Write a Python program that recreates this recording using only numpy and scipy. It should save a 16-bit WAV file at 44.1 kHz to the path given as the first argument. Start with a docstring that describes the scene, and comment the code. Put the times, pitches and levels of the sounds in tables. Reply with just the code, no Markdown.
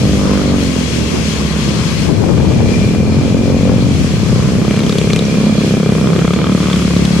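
"""On the back of a scooter in a convoy of single-cylinder four-strokes on a concrete lane: one engine opens fast
and slows, two more fire beside it, each blow ringing its pipe, with barks of crack noise and pure tones on top.
Filtered noise makes fans and tyres hiss throughout; wind rumbles mostly at the left port, with pops from 2 to 3.7 s.
From 4.7 s a loose panel, shaken by the firings of the engines, chatters in short ringing knocks; near 5.6 s the wind
drops as the phone turns away, then the distant engine swells briefly and the steady one stays strong to the end."""
import sys
import numpy as np
from scipy import signal
from scipy.io import wavfile
from scipy.ndimage import uniform_filter1d

SR = 44100
rng = np.random.default_rng(int(sys.argv[2]) if len(sys.argv) > 2 else 0)


def wav_out(sig):
    """Save sig, one row per channel (or a flat mono array), as 16-bit PCM at SR to the path in sys.argv[1]."""
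    wavfile.write(sys.argv[1], SR, np.round(np.clip(np.atleast_2d(sig).T, -1, 1) * 32767).astype(np.int16))


N = 317520  # samples: 7.2 s


def undb(db):
    """Gain of a level in dB."""
    return 10 ** (np.asarray(db) / 20)


def unit(x):
    """Scale to rms 1."""
    return x / np.sqrt(np.mean(x ** 2))


def curves(table):
    """Draw each column after the time as a line with one value a sample."""
    times, *columns = np.transpose(table)
    t = np.arange(N) / SR
    return [np.interp(t, times, column) for column in columns]


def sides(x, pan_db):
    """Left and right of a source, pan_db being left minus right."""
    return x * undb(np.multiply.outer([.5, -.5], pan_db * np.ones(N)))


def band(x, hz, width):
    """Resonance with gain 1 at its centre."""
    b, a = signal.iirpeak(hz, hz / width, SR)
    return signal.lfilter(b, a, x)


def band_twice(x, hz, width):
    """The same resonance twice over, for steeper skirts."""
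    return band(band(x, hz, width), hz, width)


def ring(x, modes):
    """Sum of steep resonances, neighbours in opposite sign so that the gaps fill."""
    return sum((-1) ** k * undb(db) * band_twice(x, hz, 1.5 * width)
               for k, (hz, width, db) in enumerate(modes))


def struck(x, modes, size):
    """Modes that all start together with the blow; a larger pipe sounds lower."""
    return sum(undb(db) * band(x, hz / size, width) for hz, width, db in modes)


def walk(rate):
    """Random levels held 1 / rate s and slewed twice; spread near 1."""
    hold = int(SR / rate)
    steps = np.repeat(rng.standard_normal(N // hold + 1), hold)
    return 1.08 * uniform_filter1d(uniform_filter1d(steps, hold), hold)[:N]


def cycles(rate, start):
    """Engine cycles run so far, one firing each."""
    return start + np.cumsum(curves(rate)[0]) / SR


# Resonances of the exhaust pipe at nominal size: (frequency [Hz], width [Hz], relative level [dB])
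EXHAUST_MODES = [(103.5, 17, 6), (142, 18, 16), (180.4, 28.8, 26), (210, 19, -5.5), (242.5, 15, 3.5)]
# Resonances of the silencer at nominal size: (frequency [Hz], width [Hz], relative level [dB])
SILENCER_MODES = [(332, 31, 6.5), (427, 81, 9.5), (627, 19, 0)]
# Resonances of the bark: (frequency [Hz], width [Hz], relative level [dB])
BARK_MODES = [(1190, 310, 3.5), (2180, 330, -10), (3260, 480, -5.5)]


def engine(phase, table, pan_db, pipe):
    """Nearly even firings ring pipe and silencer; a ragged crack and a puff of gas ride on each."""
    boom_db, rasp_db, bark_db = curves(table)
    at = np.flatnonzero(np.diff(np.floor(phase)))
    late, size, sharp = rng.standard_normal((400, 3))[:len(at)].T
    # firings stray by 70 microseconds, blows and cracks by 1.5 dB
    at = np.clip(at + (.00007 * SR * late).astype(int), 0, N - 1)
    blow, crack = np.zeros(N), np.zeros(N)
    blow[at] = undb(1.5 * size)
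    crack[at] = undb(1.5 * sharp)

    # each crack is a click with a 3 ms tail of noise
    tail = signal.lfilter([1], [1, -np.exp(-1 / (.003 * SR))], crack)
    crack = unit(crack) + 1.1 * unit(tail * rng.standard_normal(N))
    puff = unit(np.exp(-(phase % 1) / 0.31) * rng.standard_normal(N))
    # the valve opens over about a millisecond, which dulls the blow
    valve = signal.butter(4, 620, fs=SR, output="sos")
    gas = signal.sosfilt(valve, unit(blow) + .12 * puff)

    boom = unit(struck(gas, EXHAUST_MODES, pipe))
    rasp = unit(band(struck(gas, SILENCER_MODES, pipe), 350, 330))
    bark = unit(ring(crack, BARK_MODES))
    sound = undb(boom_db) * (boom + undb(rasp_db) * rasp) + undb(bark_db) * bark
    # the road and the bank return it later, by other paths to each port
    echo = np.array([np.roll(sound, lag) for lag in rng.integers(60, 200, 2)])
    return sides(sound, pan_db) + undb(-27.0) * echo


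# Loudness of each engine, the bark being its sharp crack under load:
# (time [s], boom level [dB], rasp against boom [dB], bark level [dB])
REVVING_LEVELS = [(0, -14.5, -14, -44), (.4, -14.5, -11, -33), (.6, -15, -18, -46), (.85, -22, -31, -53),
                  (1.6, -19, -29, -50), (2.15, -24, -18, -53), (2.6, -17.5, -29.5, -46),
                  (3.7, -14, -6.5, -43.5), (4.15, -25.5, -26, -64), (4.65, -15, -23, -37),
                  (5.05, -19.5, -43, -53), (5.45, -12, -17, -41), (5.9, -18, -26, -48),
                  (6.45, -20, -26, -41), (6.7, -19, -37, -28), (7.2, -21.5, -25, -44)]
STEADY_LEVELS = [(0, -35, -2, -50), (1.3, -29, -5, -48), (1.8, -22.5, -27, -53), (2.35, -24, -9, -46),
                 (2.85, -20, -3.5, -43), (3.55, -19, -26, -52), (4.1, -16, -19.5, -43),
                 (4.72, -14.5, -9.5, -34.5), (5.2, -16.5, -5.5, -34.5), (5.5, -15.5, -14, -45),
                 (5.85, -11.5, -10, -32), (6.4, -13.5, -11, -26.5), (6.6, -13, -41, -32),
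                 (7.2, -12.5, -36, -43)]
DISTANT_LEVELS = [(0, -26, -9, -54), (1.7, -19.5, -20.5, -54), (2.2, -30, -16, -50), (4.6, -30, -17, -50),
                  (5, -25.5, -24, -52), (6.2, -15.5, -23, -34), (7.2, -29, -5, -52)]
# Speed of each engine: (time [s], firing rate [Hz])
REVVING_RATE = [(0.0, 50.27), (0.35, 49.42), (0.55, 47.22), (0.95, 38.81), (1.35, 35.45), (2.1, 33.57),
                (3.14, 44.19), (3.87, 47.12), (4.0, 44.07), (4.3, 31.41), (4.85, 36.67), (5.3, 34.48),
                (5.6, 36.14), (5.78, 34.86), (6.5, 32.63), (7.2, 35.55)]
STEADY_RATE = [(0.0, 35.57), (1.55, 34.37), (2.3, 32.56), (2.9, 31.98), (3.07, 32.31), (3.72, 30.85),
               (4.1, 32.41), (4.35, 30.9), (4.72, 31.72), (4.9, 33.59), (5.2, 33.65), (5.7, 32.39),
               (6.17, 33.63), (6.45, 37.91), (6.75, 35.89), (7.2, 34.86)]
DISTANT_RATE = [(0, 40.6), (1.75, 39.6), (3.1, 33), (4.9, 31), (5.55, 30.7), (6.15, 32), (7.2, 32)]
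# Revving, steady and distant engine:
# (cycle position at the start [0-1], left minus right [dB], pipe size [1 = nominal])
BIKES = [(.33, -2.5, 0.859), (.11, 2.7, 1.038), (.3, -5.5, 1.083)]


def engines():
    """Three singles, each firing at its own changing speed."""
    rates = (REVVING_RATE, STEADY_RATE, DISTANT_RATE)
    levels = (REVVING_LEVELS, STEADY_LEVELS, DISTANT_LEVELS)
    return sum(engine(cycles(rate, start), table, pan_db, pipe)
               for rate, table, (start, pan_db, pipe) in zip(rates, levels, BIKES))


# Crank of the steady engine humming once a turn: (time [s], level [dB])
CRANK_HUM = [(0, -21.5), (1.5, -23.5), (2.4, -29), (4.5, -33), (5.5, -29), (6.5, -24), (7.2, -20)]
# Clear tone at six times the firing rate of the revving engine: (time [s], level [dB])
SIXTH_TONE = [(0, -30.5), (.7, -22), (1.2, -34), (2.2, -35), (2.8, -29), (3.9, -24.5), (4.2, -28),
              (4.5, -45)]


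def engine_tones():
    """Pure tones locked to the speed of two engines, equal at both ports."""
    # a four-stroke turns twice for each firing
    crank = np.sin(2 * np.pi * 2 * cycles(STEADY_RATE, 0))
    sixth = np.sin(2 * np.pi * 6 * cycles(REVVING_RATE, BIKES[0][0]))
    # the root of two turns sine peaks into rms levels
    return np.sqrt(2) * (undb(curves(CRANK_HUM)[0]) * crank + undb(curves(SIXTH_TONE)[0]) * sixth)


# Knocks of the loose panel: (time [s], peak level [dB], pitch [Hz])
PANEL_KNOCKS = [(4.709, -9, 2250), (4.763, -16, 2503), (4.79, -12.5, 2300), (4.804, -15.5, 3880),
                (4.833, -16, 3140), (4.864, -15, 3570), (4.894, -10, 3840), (4.924, -12.5, 4000),
                (4.983, -6.5, 3897), (5.013, -14, 2690), (5.101, -11.5, 2540), (5.132, -5, 4100),
                (5.161, -7.5, 2680), (5.19, -8, 3600), (5.251, -14.5, 5500), (6.189, -14, 2380),
                (6.336, -13, 3050), (6.701, -15, 3450), (6.73, -10, 3340), (6.761, -17, 3240),
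                (6.792, -17, 3140), (6.966, -13, 3940), (7.051, -9.5, 3720)]
CHATTER_T60_S, CHATTER_PAN_DB = .024, 2.5  # 60 dB decay of the bounces; left minus right


def chatter():
    """Each knock is a few quick bounces ringing briefly, with a bright tick."""
    length = 2000  # samples
    out, t = np.zeros((2, N + length)), np.arange(length) / SR
    for s, db, hz in PANEL_KNOCKS:
        # cubing the noise leaves sparse, spiky hits
        hits = rng.standard_normal(length) ** 3 * np.exp(-np.log(1000) * t / CHATTER_T60_S)
        tick = band(band(hits, 4900, 3400), 5700, 3900)
        knock = band_twice(hits, hz, 1400) + undb(-13) * tick
        knock = knock / np.abs(knock).max()
        gains = undb([db + CHATTER_PAN_DB / 2, db - CHATTER_PAN_DB / 2])
        first = int(s * SR)
        out[:, first:first + length] += np.outer(gains, knock)
    return out[:, :N]


# Wind before its gusts: (time [s], rumble level [dB], flutter level [dB], left minus right [dB])
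WIND_LEVELS = [(0, -14, -25, 2), (.4, -18, -20, 9), (.8, -20, -22, 3.5), (1.6, -20, -27, 4),
               (2, -15, -29, 7), (2.35, -12.5, -19, 12), (2.7, -13, -23.5, 2), (3.5, -13.5, -25.5, 5.5),
               (4.3, -13, -34, 0.5), (4.8, -17, -21.5, 1), (5.15, -21, -32.5, 8), (5.35, -17.5, -28, 2),
               (5.65, -32, -28, 1), (7.2, -20.5, -22, 0)]


def wind():
    """Eddies at each port, partly shared in the bass: a lumpy rumble and a faster flutter in gusts."""
    rumble_db, flutter_db, pan_db = curves(WIND_LEVELS)
    out, shared = [], rng.standard_normal(N)
    for _ in range(2):
        lumps_db = 2.0 * walk(11)
        gusts_db = lumps_db + 4.6 * walk(30)
        rumble = band(band(0.84 * shared + rng.standard_normal(N), 89.6, 125), 128, 139)
        flutter = band(0.31 * shared + rng.standard_normal(N), 290, 188)
        flutter = band(band(flutter, 242, 500), 290, 2000)
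        out.append(undb(rumble_db + lumps_db) * unit(rumble) + undb(flutter_db + gusts_db) * unit(flutter))
    return sides(np.array(out), pan_db)


# Sharp buffets, strongest on the left port: (time [s], level at the height of the swell [dB])
BUFFET_POPS = [(2.055, -23), (2.092, -19.5), (2.24, -18.5), (2.29, -20), (2.335, -21), (2.378, -17),
               (2.405, -22), (2.452, -23), (2.517, -22), (2.606, -18.5), (2.66, -24), (2.95, -18),
               (3.696, -17)]
BUFFET_HZ, BUFFET_WIDTH_HZ = 476, 570
BUFFET_S, BUFFET_PAN_DB = .005, 9.5  # time from the height to 1/e; left minus right


def buffets():
    """Short pops of eddies, brighter than the steady rumble."""
    t = np.arange(N) / SR
    swells = sum(undb(db) * np.exp(-((t - s) / BUFFET_S) ** 2) for s, db in BUFFET_POPS)
    eddies = unit(band_twice(rng.standard_normal(N), BUFFET_HZ, BUFFET_WIDTH_HZ))
    return sides(swells * eddies, BUFFET_PAN_DB)


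# Fans and belts: (time [s], hiss level [dB], whine against hiss [dB], left minus right [dB])
RUNNING_LEVELS = [(0, -25.5, -17, 7), (.45, -27, -24, 5.5), (.6, -25, -30, 8.5), (2, -25.5, -24, 10),
                  (2.15, -29.5, -16, 4.5), (2.62, -28.5, -9, 4.5), (2.72, -27.5, -5, 9),
                  (3, -29.5, -6, 4.5), (3.8, -29, -10, 7), (3.95, -26.5, -17, 4), (4.7, -27.5, -14, 4),
                  (5.2, -26, -8, 2), (6, -27.5, -9, 2), (6.6, -26.5, -11, 2.5), (7.2, -24, -33, 5.5)]
# Colour of the hiss: (frequency [Hz], relative level per Hz [dB])
HISS_COLOUR = [(880, -35), (1500, 2.5), (2020, 0.5), (2450, 1.5), (3370, -1), (3760, -14.5), (5450, -2.5),
               (12100, -27.5), (13200, -29.5)]
# Resonances of the engine casing: (frequency [Hz], width [Hz], relative level [dB])
CASING_MODES = [(2235, 185, 3.5), (3327, 57, 7), (4210, 460, 4.5)]
WHINE_HZ, WHINE_WIDTH_HZ = 2388, 73


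def fans():
    """Broad hiss in flickering bands, ringing in the engine casing; nearly unrelated at the two ports."""
    level_db, whine_db, pan_db = curves(RUNNING_LEVELS)
    colour_hz, colour_db = np.transpose(HISS_COLOUR)
    hiss, shake_db = 0, 0.93 * walk(12)
    for hz in 1600 * 2 ** np.arange(0, 3.1, 1 / 3):  # third octaves
        # a wider band gathers more power
        band_db = np.interp(np.log(hz), np.log(colour_hz), colour_db) + 10 * np.log10(hz)
        flicker_db = walk(10) + shake_db
        noise = band_twice(rng.standard_normal((2, N)), hz, hz / 3)
        # the hand shades one port around 4 kHz, hardly at the very top
        shade = np.exp(-np.log2(hz / 4000) ** 2 / 2.1)
        hiss = hiss + undb(band_db + flicker_db) * sides(noise, pan_db * shade)

    casing = ring(rng.standard_normal((2, N)) * undb(2.9 * walk(25)), CASING_MODES)
    # noise common to both ports plus noise of their own
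    whine_noise = rng.standard_normal(N) + rng.standard_normal((2, N))
    whine = ring(whine_noise, [(WHINE_HZ, WHINE_WIDTH_HZ, 0)])
    rings = undb(-8.5) * unit(casing) + undb(whine_db) * unit(whine)
    return undb(level_db) * (unit(hiss) + sides(rings, pan_db))


# Burr of tyres and road near 1 kHz, before its flicker: (time [s], level [dB])
TYRE_BURR = [(0, -44), (.3, -26.5), (.6, -33), (1.9, -32.5), (2.25, -42), (3.9, -36.5), (4.1, -34.5),
             (5.6, -35.5)]


def tyres():
    """Rolling tyres as a flickering band of noise, partly shared by the ports."""
    noise = 0.82 * rng.standard_normal(N) + rng.standard_normal((2, N))
    burr = unit(ring(noise, [(1087, 360, 0)]))
    return undb(curves(TYRE_BURR)[0] + 2.66 * walk(12)) * burr


def scene():
    """Three engines and their tones, the panel, the wind and its buffets, fans and tyres."""
    return engines() + engine_tones() + chatter() + wind() + buffets() + fans() + tyres()


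def record(dry):
    """The microphones drop the deepest bass, peaks are rounded at full scale, the top is cut."""
    x = signal.sosfilt(signal.butter(3, 52, "high", fs=SR, output="sos"), dry)
    x = x / (1 + x ** 4) ** (1 / 4)
    top_hz = 13150
    return signal.sosfilt(signal.ellip(10, .2, 70, top_hz, fs=SR, output="sos"), x)


dry = scene()
out = record(dry)
wav_out(out)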